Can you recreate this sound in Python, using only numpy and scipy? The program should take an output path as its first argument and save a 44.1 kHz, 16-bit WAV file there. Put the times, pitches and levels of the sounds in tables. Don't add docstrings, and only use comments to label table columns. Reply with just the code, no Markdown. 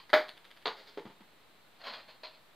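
import sys
import numpy as np
from scipy import signal
from scipy.fft import rfft, irfft
from scipy.io import wavfile

SR = 44100
rng = np.random.default_rng(int(sys.argv[2]) if len(sys.argv) > 2 else 0)


def voltage_ratio(decibels):
    exponent = np.asarray(decibels, float) / 20
    return 10 ** exponent


def wav_out(sig):
    wavfile.write(sys.argv[1], SR, np.round(np.clip(np.atleast_2d(sig).T, -1, 1) * 32767).astype(np.int16))


N = 112454

# delay in seconds, level in dB.
FAR_ECHOES = [(.0022, 5), (.0047, -4.5), (.0095, -11.5), (0.0159, -1.5), (0.0231, 2)]


def level(x, db):
    return x * voltage_ratio(db) / np.sqrt(np.mean(x ** 2))


def colour(x, points, size=4096):
    hz, db = np.array(points).T
    bins_hz = np.arange(size // 2 + 1) * SR / size
    gain_db = np.interp(np.log(bins_hz + 1), np.log(hz), db)
    cepstrum = irfft(np.log(voltage_ratio(gain_db)), size)
    cepstrum[1:size // 2] *= 2
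    cepstrum[size // 2 + 1:] = 0
    response = irfft(np.exp(rfft(cepstrum)), size)
    return signal.fftconvolve(np.atleast_2d(x), response[None], axes=1)[:, :N]


def ring(at, hz, db, t60):
    t = np.maximum(np.arange(N) / SR - at, 0)
    return voltage_ratio(db - 60 * t / t60) * np.sin(2 * np.pi * hz * t)


def swelling_ring(at, hz, db, t60, rise_s, rise_share=1):
    return ring(at, hz, db, t60) - rise_share * ring(at, hz, db, rise_s * np.log(1000))


def push(at, db, ms):
    from_peak_ms = (np.arange(N) / SR - at) * 1000
    return voltage_ratio(db) * np.exp(-.5 * (from_peak_ms / ms) ** 2)


def room(x, wet_db, echoes=(), t60=0.26):
    rise_s, width_db = 0.0031, -69
    t = np.arange(SR // 2) / SR
    envelope = voltage_ratio(-60 * t / t60) * (1 - np.exp(-t / rise_s))
    tail = rng.standard_normal((2, len(t))) * envelope
    mid, side = voltage_ratio(wet_db) * tail / np.sqrt(np.sum(tail[0] ** 2))
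    early = sum(voltage_ratio(db) * np.exp(-2 * (t * SR - lag * SR) ** 2) for lag, db in [(0, 0), *echoes])
    both = early + mid + voltage_ratio(width_db) * side * np.array([[1], [-1]])
    return signal.fftconvolve(x[None], both, axes=1)[:, :N]


def room_air():
    # frequency in Hz, gain in dB.
    air_colour = [(18, -54), (30, -40), (76, -21), (104, -10.5), (322, -8), (747, -8), (3150, -14),
                  (4120, -12.5), (6000, -33), (7800, -64), (13200, -120)]
    return level(colour(rng.standard_normal(N), air_colour), -64.5)


def hiss():
    # frequency in Hz, gain in dB.
    mid_colour = [(20, -9), (60, 2.5), (300, -2.5), (1000, 0.5), (5000, -15.5), (8500, -10.5),
                  (9500, -13.5), (10000, -19.5), (10600, -12), (12000, -11), (15000, -13), (15600, -16)]
    side_colour = [(20, -50), (60, -9.5), (300, -6), (1000, -7), (4000, -11), (6000, -21.5), (9400, -19),
                   (10000, -36), (10700, -18.5), (12000, -21.5), (14000, -16.5), (15000, -42), (15600, -14)]
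    mid = level(colour(rng.standard_normal(N), mid_colour), -71)
    side = level(colour(rng.standard_normal(N), side_colour), -67)
    return mid + side * np.array([[1], [-1]])


def grains():
    per_second, spread_db = 7600, 2
    chance = rng.random((2, N))
    present = chance[0] < per_second / SR
    size = voltage_ratio(-spread_db * np.log(1 - chance[1]))
    return present * size * rng.choice([-1, 1], N)


def effort(rows):
    return voltage_ratio(np.interp(np.arange(N) / SR, *np.array(rows).T, left=-120, right=-120))


def hollow(x):
    # frequency in Hz, bandwidth in Hz, gain in dB.
    resonances = [(660, 240, 8.5), (1018, 205, 5), (1463, 91, -6.5), (2530, 254, 6), (3350, 1270, 4),
                  (4183, 235, 13.5)]
    out = voltage_ratio(-1) * x
    for hz, width, db in resonances:
        out = out + voltage_ratio(db) * signal.lfilter(*signal.iirpeak(hz, hz / width, SR), x)
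    return out


def rustle():
    # time in seconds, gain in dB.
    spells = [
        [(0, -45), (.08, -116)],
        [(1.775, -86), (1.79, -63.5), (1.815, -48.5), (1.832, -59), (1.842, -42), (1.857, -43.5), (1.875, -36),
         (1.89, -50), (1.918, -52), (1.94, -39.5), (1.965, -52.5), (2.01, -50), (2.06, -103), (2.085, -48),
         (2.13, -74), (2.17, -63)],
    ]
    crinkle_effort = [(.755, -73), (.772, -45), (.81, -50), (.854, -62), (.875, -48), (.895, -45),
                      (.92, -88), (.95, -50), (.96, -78)]
    # frequency in Hz, gain in dB.
    rubbing_colour = [(100, -25), (220, 8), (450, 0.5), (1000, 3), (1600, 3), (4300, -5), (7000, -0.5),
                      (15000, 6.5)]
    crinkle_colour = [(200, -13), (500, 2), (1200, -7), (2300, -6.5), (3000, -7.5), (4300, -4), (7000, -4),
                      (15000, 0)]
    # time in seconds, level in dB.
    tap_rows = [(1.8670, -43), (1.8758, -49), (1.8808, -38.5), (1.937, -45.5), (2.0897, -49),
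                (2.2338, -35.5), (2.3350, -51.5)]
    # frequency in Hz, level in dB re the tap, t60 in seconds.
    low_modes = [(625, -6, .08), (960, -12, .07)]
    rubbing = level(hollow(colour(grains(), rubbing_colour)[0]), 0)
    rubbing = rubbing * sum(effort(rows) for rows in spells)
    crinkle = level(colour(grains(), crinkle_colour)[0], 0) * effort(crinkle_effort)
    taps = hollow(sum(push(at, db, ms=0.015) for at, db in tap_rows))
    body = sum(ring(at, hz, db + mode_db, t60) for at, db in tap_rows for hz, mode_db, t60 in low_modes)
    return room(rubbing + crinkle, 0) + room(taps, 16.3, FAR_ECHOES) + room(body, -0.78)


def ticks():
    # time in seconds, level in dB, pitch in Hz.
    tick_rows = [(0.0950, -46, 2120), (0.2845, -43, 4400), (.3700, -52, 3600), (0.445, -52, 3950),
                 (0.506, -52, 3630), (.5660, -54.5, 3400), (.6180, -58, 3200)]
    # frequency in Hz, level in dB re the tick, t60 in seconds.
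    high_modes = [(9560, 11, 0.0095), (11600, 11.5, 0.0091)]
    # delay in seconds, level in dB.
    near_echoes = [(.0055, 1.5), (.0085, 4), (.016, -5)]
    out = 0
    for at, db, hz in tick_rows:
        pitch = ring(at, hz, db, t60=.004)
        contact = push(at, db + 5, ms=0.022)
        top = sum(ring(at, f, db + top_db, t60) for f, top_db, t60 in high_modes)
        out = out + room(pitch + contact + top, 6.5, near_echoes)
    return out


def knocks():
    # time in seconds, click level in dB before colouring,
    # thump level in dB, thump frequency in Hz, thump t60 in seconds.
    bounces = [(0.6561, -15, -44, 460, 0.02), (0.799, -54, -46.5, 484, 0.027),
               (0.9736, -30, -25.5, 413, 0.033), (1.0539, -36, -22, 179, 0.01),
               (1.098, -41.5, -40.5, 197, 0.021), (1.2063, -44, -36.5, 228, 0.017)]
    # frequency in Hz, gain in dB.
    knock_colour = [(150, -14), (450, 6), (640, -6), (880, 8.5), (1600, -4.5), (3000, -3.5), (4500, -10),
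                    (7000, -2), (10000, -6), (15000, 5)]
    # level in dB re the click, t60 in seconds.
    shell_hz = [724, 880, 1043, 1209, 1451, 3960, 4400]
    shell_modes = [(-24, 0.035), (-23, 0.01), (-31, 0.041), (-28.5, .055), (-38.5, 0.15), (-11, 0.0033),
                   (-25.5, 0.017)]
    # frequency in Hz, level in dB, t60 in seconds.
    box_modes = [(442, -22, .14), (490, -27, .11)]
    hard_s, hard_db = bounces[0][:2]
    shell = sum(ring(hard_s, f, hard_db + db, t60) for f, (db, t60) in zip(shell_hz, shell_modes))
    box = sum(swelling_ring(hard_s, f, db, t60, rise_s=.011) for f, db, t60 in box_modes)
    out = room(box, -14) + room(shell, 7.4, FAR_ECHOES)
    for at, click_db, thump_db, hz, t60 in bounces:
        click = colour(push(at, click_db, ms=0.018), knock_colour)[0]
        thump = ring(at, hz, thump_db, t60)
        out = out + room(click, 14, FAR_ECHOES)
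        out = out + room(thump, 1, [(.0095, -3.4)], t60=0.23)
    return out


def board():
    # time in seconds, click level in dB before colouring, reference level of the ring in dB.
    at, click_db, ring_db = (.1313, -2.5, -9.5)
    # frequency in Hz, t60 in seconds, time constant of its build-up in seconds.
    main_hz, main_t60, rise_s = (615.5, .2, .006)
    # level in dB re the ring level, t60 in seconds.
    mode_hz = [435, 726, 781, 839, 899, 1110, 1335, 1403, 1467, 1563, 1655, 2016, 3140, 3500]
    mode_rows = [(-18, 0.17), (-23, 0.31), (-14, .13), (-17.5, 0.22), (-15.5, 0.14), (-20.5, 0.056),
                 (-21, 0.24), (-28, 0.074), (-19.5, 0.11), (-30, 0.21), (-23.5, 0.22), (-28, 0.21),
                 (-20.5, 0.12), (-23.5, .15)]
    # frequency in Hz, gain in dB.
    click_colour = [(100, -44), (250, 2.5), (500, 3), (1500, 1), (2400, -2.5), (2680, -12), (3100, -7.5),
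                    (6000, -7.5), (9000, -3), (12000, 9.5), (15000, 4)]
    # delay in seconds, level in dB.
    board_echoes = [(.0085, 5)]
    modes = sum(ring(at, f, ring_db + db, t60) for f, (db, t60) in zip(mode_hz, mode_rows))
    modes = modes + swelling_ring(at, main_hz, ring_db, main_t60, rise_s, rise_share=0.99)
    click = colour(push(at, click_db, ms=0.02), click_colour)[0]
    return room(click, 12.5, board_echoes) + room(modes, -17)


def scene():
    return rustle() + ticks() + knocks() + board()


def roll_off(x):
    return signal.sosfilt(signal.butter(12, 15640, fs=SR, output="sos"), x)


def record(dry):
    # frequency in Hz, gain in dB.
    microphone = [(30, -77), (100, -28), (170, -9.5), (270, -7), (600, -3), (1300, 0), (2000, 3.5),
                  (2650, -3.5), (3300, 1), (4700, 0.5), (5200, -10), (5800, -19.5), (6400, -17),
                  (7000, -22), (7600, -35), (8300, -25.5), (9400, -30.5), (10000, -38), (10800, -33.5),
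                  (12000, -31), (14000, -29), (15000, -31), (15600, -31)]
    heard = colour(dry, microphone) + room_air() + hiss()
    low_pass = signal.ellip(8, .2, 60, 15600, fs=SR, output="sos")
    mix = signal.sosfilt(low_pass, heard) - .0005
    return roll_off(mix)


dry = scene()
out = record(dry)
wav_out(out)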